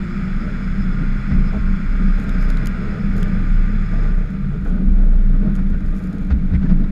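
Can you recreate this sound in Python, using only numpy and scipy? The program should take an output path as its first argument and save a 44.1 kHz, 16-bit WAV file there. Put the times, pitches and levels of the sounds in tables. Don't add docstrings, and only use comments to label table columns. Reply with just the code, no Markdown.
import sys
import numpy as np
from scipy import signal
from scipy.fft import rfft, irfft, next_fast_len
from scipy.io import wavfile
from scipy.ndimage import uniform_filter1d

SR = 44100
rng = np.random.default_rng(int(sys.argv[2]) if len(sys.argv) > 2 else 0)


def transcribe(u):
    v = np.clip(np.atleast_2d(u).T, -1, 1)
    q = np.round(v * 32767).astype(np.int16)
    wavfile.write(sys.argv[1], SR, q)


N = 304731
TIME = np.arange(N) / SR

# pitch_hz, width_hz, level_db
CHASSIS_MODES = [(55.94, 7.9, -1), (64.1, 12, -0.5), (73, 19, -16.5)]
# pitch_hz, width_hz, level_db
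BLADE_MODES = [(160, 11, 1), (182.7, 13, -1.5), (204, 11, -1), (237, 17, -15), (285.8, 24, -16),
               (324, 100, -26)]


def engine(speed_wander=0.001):
    # time_s, firing_hz
    speed = [(0, 116.1), (.25, 118.4), (.5, 121.3), (1.2, 124.9), (1.8, 127.9), (2.25, 131.3), (2.5, 130.5),
             (2.9, 110.5), (3.15, 104.9), (3.5, 104.7), (4.2, 104.2), (5.6, 102.6), (6.5, 96.5),
             (6.91, 94.26)]
    # time_s, level_db
    load = [(0, -37.5), (1.8, -38.4), (2.4, -36.5), (2.9, -38), (3.4, -38.5), (3.75, -39.5), (4.06, -38.5),
            (4.14, -42.5), (4.45, -45), (5.05, -48.5), (5.56, -45.5), (6.15, -47)]
    firing_hz, = in_time(speed)
    load_db, = in_time(load)
    easing_db = load_db - load_db.max()
    firings = np.cumsum(firing_hz * (1 + speed_wander * drift(6.86))) / SR
    phase = 2 * np.pi * firings
    tones = exhaust(firing_hz, phase, easing_db) + gears(firing_hz, phase, easing_db) + intake(phase)
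    return np.sqrt(2) * tones + from_db(load_db) * engine_bay(firings, easing_db)


def exhaust(firing_hz, phase, easing_db, level_db=-37, load_follow=2.1):
    # firing_multiple, level_db
    orders = [(0.502, -20.5), (1, 0), (1.255, -30), (1.503, -7.5), (1.748, -17.5), (1.999, -1.5),
              (2.25, -24), (2.752, -26), (3.998, -31), (5, -24)]
    # pitch_hz, half_width_hz, lift_db
    pipe = [(102.94, 4.1, 14), (124.34, 1.9, 10.5)]
    tones = 0
    for order, db in orders:
        pipe_db = sum(lift / (1 + ((order * firing_hz - hz) / width) ** 2) for hz, width, lift in pipe)
        tones += from_db(db + pipe_db) * np.sin(order * phase + 2 * np.pi * rng.random())
    return from_db(level_db + load_follow * easing_db) * tones


def gears(firing_hz, phase, easing_db, load_follow=0.74, waver_db=2.5, wobble_turns=0.028):
    # firing_multiple, level_db
    orders = [(8.25, -3), (8.5, 0.5), (8.75, -3), (9.5, -4.5), (9.75, -9), (10, -8), (10.5, -1),
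              (10.75, -8), (11, -4.5), (11.25, -7.5), (11.5, -2.5), (12, -5), (12.5, -7.5)]
    # pitch_hz, width_hz, level_db
    casing = [(1075, 30, -52), (1201, 16, -45.5), (1234, 34, -46), (1327, 21, -46.5), (1409, 65, -45.5),
              (1510, 44, -49.5), (1630, 110, -44)]
    whine = 0
    for order, db in orders:
        power = sum((from_db(peak_db) / (1 + (2 * (order * firing_hz - hz) / width) ** 2)) ** 2
                    for hz, width, peak_db in casing)
        gain = np.sqrt(power) * from_db(db + waver_db * drift(3.2))
        wobble = 2 * np.pi * (rng.random() + wobble_turns * drift(13))
        whine += gain * np.sin(order * phase + wobble)
    return from_db(load_follow * easing_db) * whine


def intake(phase):
    # start_s, hold_s, level_db
    hums = [(-.1, 0.14, -41.5), (2.695, 0.091, -46), (5.707, 1, -41.5)]
    return swelling(hums, steady_db=-54, attack_s=0.08, release_s=0.3) * np.sin(3 * phase)


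def engine_bay(firings, easing_db, throb=0.11, ring_follow=0.089, song_follow=0.95, flutter_db=3):
    # frequency_hz, density_db
    colour = [(300, -11.5), (900, -11.5), (1160, -11.5), (1290, -1), (1500, 0), (1780, -7), (2380, -8),
              (2850, -19.5), (3850, -25.5), (5200, -22.5), (5850, -36.5), (6700, -25), (7500, -34.5),
              (14000, -50.5)]
    # pitch_hz, width_hz, level_db
    part_modes = [(1193, 16, -18), (1219, 13, -15), (1425, 40, -17.5), (1475, 130, -16.5), (1927, 140, -12),
                  (2271, 100, -14), (3416, 33, -23.5), (3514, 20, -29), (4044, 59, -29), (8530, 380, -37.5)]
    # pitch_hz, width_hz, level_db
    song_mode = [(5060, 190, -23.5)]
    valves = from_db(-3) * valve_gear(firings / 8)
    fan = rng.standard_normal(N)
    roar = from_db(-2) * coloured(valves + fan, colour)
    ringing = from_db(-0.3 + ring_follow * easing_db) * resonances(part_modes)
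    song = from_db(song_follow * easing_db + flutter_db * drift(14)) * resonances(song_mode)
    return (roar + ringing + song) * (1 + throb * np.cos(2 * np.pi * firings))


def valve_gear(cycles, change_hz=0.95, size=1024, count=4):
    patterns = rng.standard_normal((count, size))
    shares = np.array([drift(change_hz) for _ in patterns])
    shares /= np.sqrt(np.sum(shares ** 2, axis=0))
    clatters = [np.interp(cycles % 1, np.arange(size) / size, pattern, period=1) for pattern in patterns]
    return rms_one(np.sum(shares * clatters, axis=0))


def blade_drone(pile_db_per_s=0.5, unsteady_db=2.34, judder_follow=0.31):
    # start_s, hold_s, level_db
    judders = [(0.326, 0.18, -30.5), (0.761, 0.23, -22.5), (1.26, 0.077, -19.5), (1.485, 0.23, -24),
               (1.977, 0.0096, -17), (2.254, 0.046, -19.5), (2.979, 0.14, -21), (3.207, 0.11, -20),
               (4.654, 0.21, -23.5), (4.726, 0.011, -19.5), (5.383, 0.19, -19), (6.588, 0.12, -17.5),
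               (6.682, 0.02, -21.5)]
    # pitch_hz, width_hz, level_db
    main_mode = [(191.6, 5.4, .5)]
    drag_db = -29 + pile_db_per_s * TIME + unsteady_db * drift(5.1)
    shaking = swelling(judders, drag_db, attack_s=0.03, release_s=0.16)
    note = from_db(-3) * shaking * evened(resonances(main_mode), 0.02)
    lesser_gain = from_db(-4.5) * shaking.mean() * (shaking / shaking.mean()) ** judder_follow
    return note + lesser_gain * evened(resonances(BLADE_MODES), 0.076)


def edge_scrape(pile_db_per_s=1.0, lumpy_db=3):
    # start_s, hold_s, level_db
    bites = [(0.424, 0.17, -42.5), (0.98, 0.021, -42.5), (1.276, 0.16, -42), (2.147, 0.49, -41),
             (2.729, 0.22, -39), (3.147, 0.21, -39), (3.488, 0.14, -56), (3.918, 0.27, -38.5),
             (4.506, 0.017, -37.5), (4.649, 0.068, -37), (4.875, 0.28, -41), (5.277, 0.19, -43),
             (6.521, 0.15, -54)]
    # pitch_hz, width_hz, level_db
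    edge_modes = [(418.6, 11, 2.5), (467, 38, 2), (590, 58, -12.5), (605.4, 19, -2), (666, 15, -6.5),
                  (819, 32, -10), (1296, 77, -7), (1470, 99, -4)]
    # frequency_hz, density_db
    snow_colour = [(40, 6), (110, 22), (240, 11.5), (330, 10), (400, -6.5), (520, -6.5), (750, -24),
                   (1000, -11.5), (2000, -15.5), (3700, -25.5), (7000, -41.5), (15000, -58)]
    biting = swelling(bites, steady_db=-50.5 + pile_db_per_s * TIME, attack_s=0.013, release_s=0.1)
    edge = from_db(-3) * evened(resonances(edge_modes), 0.035)
    snow = from_db(4) * noise(snow_colour)
    return biting * from_db(lumpy_db * drift(25)) * (edge + snow)


def push_frame():
    # start_s, hold_s, level_db
    groans = [(1.277, 0.04, -22.5), (3.17, .04, -44), (4.398, 0.12, -27), (5.235, 0.059, -25),
              (5.433, 0.014, -28.5), (5.68, 0.086, -38.5), (6.38, 0.04, -27), (6.684, 0.04, -23.5)]
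    # pitch_hz, width_hz, level_db
    frame_mode = [(140.6, 3.5, 0)]
    strain = swelling(groans, steady_db=-40, attack_s=0.03, release_s=0.16)
    return strain * evened(resonances(frame_mode), 0.03)


def jolts(thud_lag_s=0.011, thud_width_s=0.006, thud_hz=270, rattle_db=1, part_width_ratio=0.074):
    # time_s, thud_db, clatter_db, clank_db, part_hz, part_db, width_s
    knocks = [(1.32, -17, -41, -40, 1900, -39, 0.011), (1.538, -34, -52, -48, 645, -38, 0.0087),
              (1.557, -29, -50, -37.5, 410, -38.5, 0.016), (2.187, -17, -52, -45, 600, -52, 0.0082),
              (4.994, -31, -53, -44, 671, -45.5, .022), (5.348, -41, -56, -46.5, 1280, -48, .022),
              (5.468, -15, -53, -48, 620, -45, 0.017), (5.594, -41, -45, -42, 1430, -43.5, 0.0086),
              (5.748, -37, -55, -48, 1483, -42, 0.014), (6.308, -30, -35, -37, 1476, -39, 0.0048),
              (6.323, -13, -38, -45, 3600, -54, 0.0065), (6.538, -14.5, -47, -49, 3720, -59, 0.0072),
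              (6.555, -16.5, -43, -44, 2080, -40, 0.0095), (6.634, -10.5, -41.5, -56, 1520, -52, 0.014),
              (6.665, -20, -48, -58, 1750, -41, 0.0056), (6.699, -14, -43, -46, 1334, -54, 0.0097),
              (6.714, -13, -43, -41, 1880, -51, 0.015), (6.844, -22, -45, -52, 3730, -56, 0.0068)]
    # frequency_hz, density_db
    clatter_colour = [(200, 12), (500, 1), (950, 3), (1450, 9), (2400, -2.5), (3000, -10), (5200, -14.5),
                      (8000, -34), (14000, -43)]
    # pitch_hz, width_hz, level_db
    mount_modes = [(437, 5.8, -5), (470, 95, -4), (630, 26, -4.5), (830, 70, -13)]
    thud, clatter, clank, parts = np.zeros((4, N))
    for time_s, thud_db, clatter_db, clank_db, part_hz, part_db, width_s in knocks:
        contact = np.exp(-0.5 * ((TIME - time_s) / width_s) ** 2)
        clatter += from_db(clatter_db) * contact
        clank += from_db(clank_db) * contact
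        loose_part = evened(resonances([(part_hz, part_width_ratio * part_hz, 0)]), 0.017)
        parts += from_db(part_db) * contact * loose_part
        thud += from_db(thud_db) * np.exp(-0.5 * ((TIME - time_s - thud_lag_s) / thud_width_s) ** 2)
    frame = evened(resonances(CHASSIS_MODES) + resonances(BLADE_MODES), 0.01)
    mount = evened(resonances(mount_modes), 0.015)
    rattle = noise(clatter_colour) * from_db(rattle_db * drift(150))
    return thud * lowpass(frame, thud_hz, order=4) + clank * mount + parts + clatter * rattle


def cab(wander=0.023, waver_db=0.7, sway_hz=24, sway_width_hz=10, sway_db=-27):
    # time_s, pitch_hz
    roof_pitch = [(0.0, 29.86), (0.42, 28.7), (1.99, 30.06), (2.8, 30.35), (2.92, 27.57), (3.24, 27.88),
                  (3.6, 30.22), (5.02, 30.05), (6.72, 26.01), (6.8, 27.1)]
    # start_s, hold_s, level_db
    booms = [(0.313, 0.016, -20.5), (0.62, 0.5, -19.5), (1.31, 0.033, -11.5), (1.594, 0.016, -14),
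             (1.843, 0.23, -14), (2.266, 0.25, -15.5), (3, 0.19, -17), (3.312, 0.59, -17),
             (3.462, 0.13, -12), (3.961, 0.16, -14), (4.643, 0.023, -15.5), (4.823, 0.47, -9.5),
             (5.444, .22, -17.5), (5.798, 0.022, -18.5), (6.176, 0.44, -21.5), (6.657, 0.084, -11)]
    hz, = in_time(roof_pitch)
    gain = swelling(booms, steady_db=-26, attack_s=0.051, release_s=0.18) * from_db(waver_db * drift(6.7))
    roof = np.sqrt(2) * gain * sine(hz * (1 + wander * drift(5.7)))
    return roof + resonances([(sway_hz, sway_width_hz, sway_db)])


def chassis(rumble_db=-32, uneven_db=2.5):
    # start_s, level_db
    bumps = [(.66, -29), (.78, -26), (1.3, -19.5), (1.528, -21), (1.64, -23), (1.9, -30), (2.115, -31),
             (2.33, -30), (3.015, -24), (4.07, -27), (4.565, -24), (4.69, -30.5), (4.865, -21), (4.96, -41),
             (5.12, -23.5), (5.685, -23), (5.82, -23), (6.295, -13), (6.506, -12.5), (6.67, -22.5)]
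    rumble = from_db(rumble_db + uneven_db * drift(4.6)) * evened(resonances(CHASSIS_MODES), 0.033)
    heave = sum(from_db(db) * swell(start_s, attack_s=0.023, hold_s=0.024, release_s=0.09)
                for start_s, db in bumps)
    return rumble + heave * evened(resonances(CHASSIS_MODES), 0.017)


def ice_grains(spot_t60_s=0.0059, bounce_s=0.0006, bounce_db=-13):
    # start_s, level_db, brightness_hz, spot_pitch_hz, spot_db
    grains = [(2.2, -43, 13000, 4400, -54), (2.241, -43, 13000, 3900, -45), (2.2942, -35, 11000, 3700, -33),
              (2.425, -40, 13000, 4400, -52), (2.492, -44, 13000, 4400, -54),
              (2.5028, -31.5, 13500, 4250, -34), (2.572, -34, 6500, 4000, -29),
              (2.659, -30.5, 18000, 4430, -37), (2.6715, -25, 19000, 3080, -29),
              (3.167, -41, 15000, 4400, -54), (3.181, -40, 17000, 4400, -50),
              (3.2301, -31.5, 14020, 3260, -26.5), (3.284, -48, 13000, 4400, -56),
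              (4.3055, -48, 13000, 4360, -54), (4.677, -51, 12900, 4422, -58),
              (4.726, -56, 9000, 4450, -51), (5.554, -38, 12000, 3200, -36), (5.563, -41, 11950, 4180, -55),
              (5.702, -49, 13070, 4400, -58), (5.807, -50, 10910, 4400, -56),
              (5.881, -51, 11990, 4400, -52), (6.039, -45, 12000, 4397, -52), (6.13, -47, 13000, 4300, -49),
              (6.184, -47, 9040, 4230, -47), (6.232, -52, 8990, 4300, -52), (6.249, -48, 13000, 4150, -53)]
    hits, spots = np.zeros((2, N))
    length = SR // 20
    for start_s, db, bright_hz, spot_hz, spot_db in grains:
        lag = int(bounce_s * SR * (0.5 + rng.random()))
        clicks = signal.unit_impulse(length) + from_db(bounce_db) * signal.unit_impulse(length, lag)
        contact = lowpass(clicks, bright_hz, order=2)
        at = int(start_s * SR)
        hits[at:at + length] += from_db(db) * contact
        spots[at:at + length] += from_db(spot_db) * ring(contact, spot_hz, spot_t60_s)
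    return spots + housing(hits + snow_spray())


def snow_spray(strays_per_s=4, level_db=-62.5, spread_db=6):
    # start_s, hold_s, grains_per_s
    showers = [(2.175, .03, 900), (2.392, .02, 1500), (2.47, .2, 121), (3.158, .03, 1100), (4.64, .03, 250),
               (5.84, .38, 322), (5.935, .04, 900)]
    per_s = strays_per_s + sum(rate * swell(start_s, attack_s=0.022, hold_s=hold_s, release_s=0.039)
                               for start_s, hold_s, rate in showers)
    sizes = from_db(level_db + spread_db * np.clip(rng.standard_normal(N), -2, 2))
    return (rng.random(N) < per_s / SR) * sizes


def housing(hits, crumble_db=-27, crumble_s=0.0031):
    # pitch_hz, level_db, t60_s
    modes = [(2250, -5, 0.003), (5030, -1.5, 0.0025), (6750, -0.5, 0.0026), (8300, -1.5, 0.00077),
             (10900, -3, 0.0021), (12400, -8, 0.00056)]
    decay = np.exp(-1 / (crumble_s * SR))
    crumbs = from_db(crumble_db) * signal.lfilter([1], [1, -decay], hits + 1e-18)
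    return sum(from_db(db) * ring(hits + crumbs * rng.standard_normal(N), hz, t60) for hz, db, t60 in modes)


def turbo(width_hz=140, trim_db=-1):
    # time_s, pitch_hz, level_db
    whistle = [(0, 7400, -66), (1.2, 6770, -76), (2.6, 7090, -77.5), (3.4, 7110, -69), (3.85, 6780, -67.5),
               (4.15, 6606, -69), (4.28, 6420, -71), (4.45, 6250, -86)]
    hz, db = in_time(whistle)
    return from_db(db + trim_db) * drift(width_hz) * sine(hz)


def hiss(level_db=-64.5):
    # frequency_hz, density_db
    colour = [(2800, 0), (3700, 3), (4600, -6), (5300, -7.5), (5900, -11.5), (6800, -9.5), (7800, -14),
              (11000, -16.5), (14500, -28.5)]
    # pitch_hz, width_hz, level_db
    whine = [(11170, 170, -82.5)]
    return from_db(level_db) * noise(colour) + resonances(whine)


def from_db(db):
    return 10 ** (np.asarray(db) / 20)


def rms_one(x):
    return x / np.sqrt(np.mean(x ** 2) + 1e-20)


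def in_time(rows):
    times, *columns = np.transpose(rows)
    return [np.interp(TIME, times, column) for column in columns]


def sine(hz):
    return np.sin(2 * np.pi * np.cumsum(hz) / SR)


def lowpass(x, hz, order):
    return signal.sosfilt(signal.butter(order, hz, fs=SR, output="sos"), x)


def drift(rate_hz):
    size = next_fast_len(N)
    hz = np.fft.rfftfreq(size, 1 / SR)
    return rms_one(irfft(rfft(rng.standard_normal(size)) / (1 + (hz / rate_hz) ** 2), size)[:N])


def coloured(drive, spectrum):
    size = next_fast_len(N)
    hz = np.fft.rfftfreq(size, 1 / SR) + 1
    points_hz, db = np.transpose(spectrum)
    gain = from_db(np.interp(np.log(hz), np.log(points_hz), db)) / np.sqrt(1 + (points_hz[0] / hz) ** 6)
    return rms_one(irfft(rfft(drive, size) * gain, size)[:N])


def noise(spectrum):
    return coloured(rng.standard_normal(N), spectrum)


def resonances(modes):
    out = 0
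    for hz, width, db in modes:
        r = np.exp(-np.pi * width / SR)
        resonator = [1 - r, 0, r - 1, 1, -2 * r * np.cos(2 * np.pi * hz / SR), r * r]
        octave = [hz / np.sqrt(2), min(hz * np.sqrt(2), SR / 2 - 100)]
        skirts = signal.butter(1, octave, "band", fs=SR, output="sos")
        ringing = signal.sosfilt(np.vstack([resonator, skirts]), rng.standard_normal(N + SR))
        out += from_db(db) * rms_one(ringing[SR:])
    return out


def evened(x, seconds):
    return x / np.sqrt(uniform_filter1d(x ** 2, max(int(seconds * SR), 2)) + 1e-12)


def ring(clicks, hz, t60_s):
    r, w = from_db(-60 / (t60_s * SR)), 2 * np.pi * hz / SR
    return signal.lfilter([0, np.sin(w)], [1, -2 * r * np.cos(w), r * r], clicks + 1e-18)


def swell(start_s, attack_s, hold_s, release_s):
    return np.interp(TIME, start_s + np.cumsum([0, attack_s, hold_s, release_s]), [0, 1, 1, 0])


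def swelling(rows, steady_db, attack_s, release_s):
    power = sum((from_db(db) * swell(start_s, attack_s, hold_s, release_s)) ** 2
                for start_s, hold_s, db in rows)
    return np.sqrt(from_db(steady_db) ** 2 + power)


def scene():
    truck = engine() + blade_drone() + edge_scrape() + push_frame() + jolts() + cab() + chassis()
    return (truck + ice_grains() + turbo() + hiss())[None]


def record(dry, fade_s=0.003, cutoff_hz=15200):
    fade = np.clip(np.minimum(TIME, TIME[-1] - TIME) / fade_s, 0, 1)
    rounded = 2 * np.tanh(dry / 2) * fade
    return signal.sosfilt(signal.ellip(10, 0.1, 80, cutoff_hz, fs=SR, output="sos"), rounded)


dry = scene()
out = record(dry)
transcribe(out)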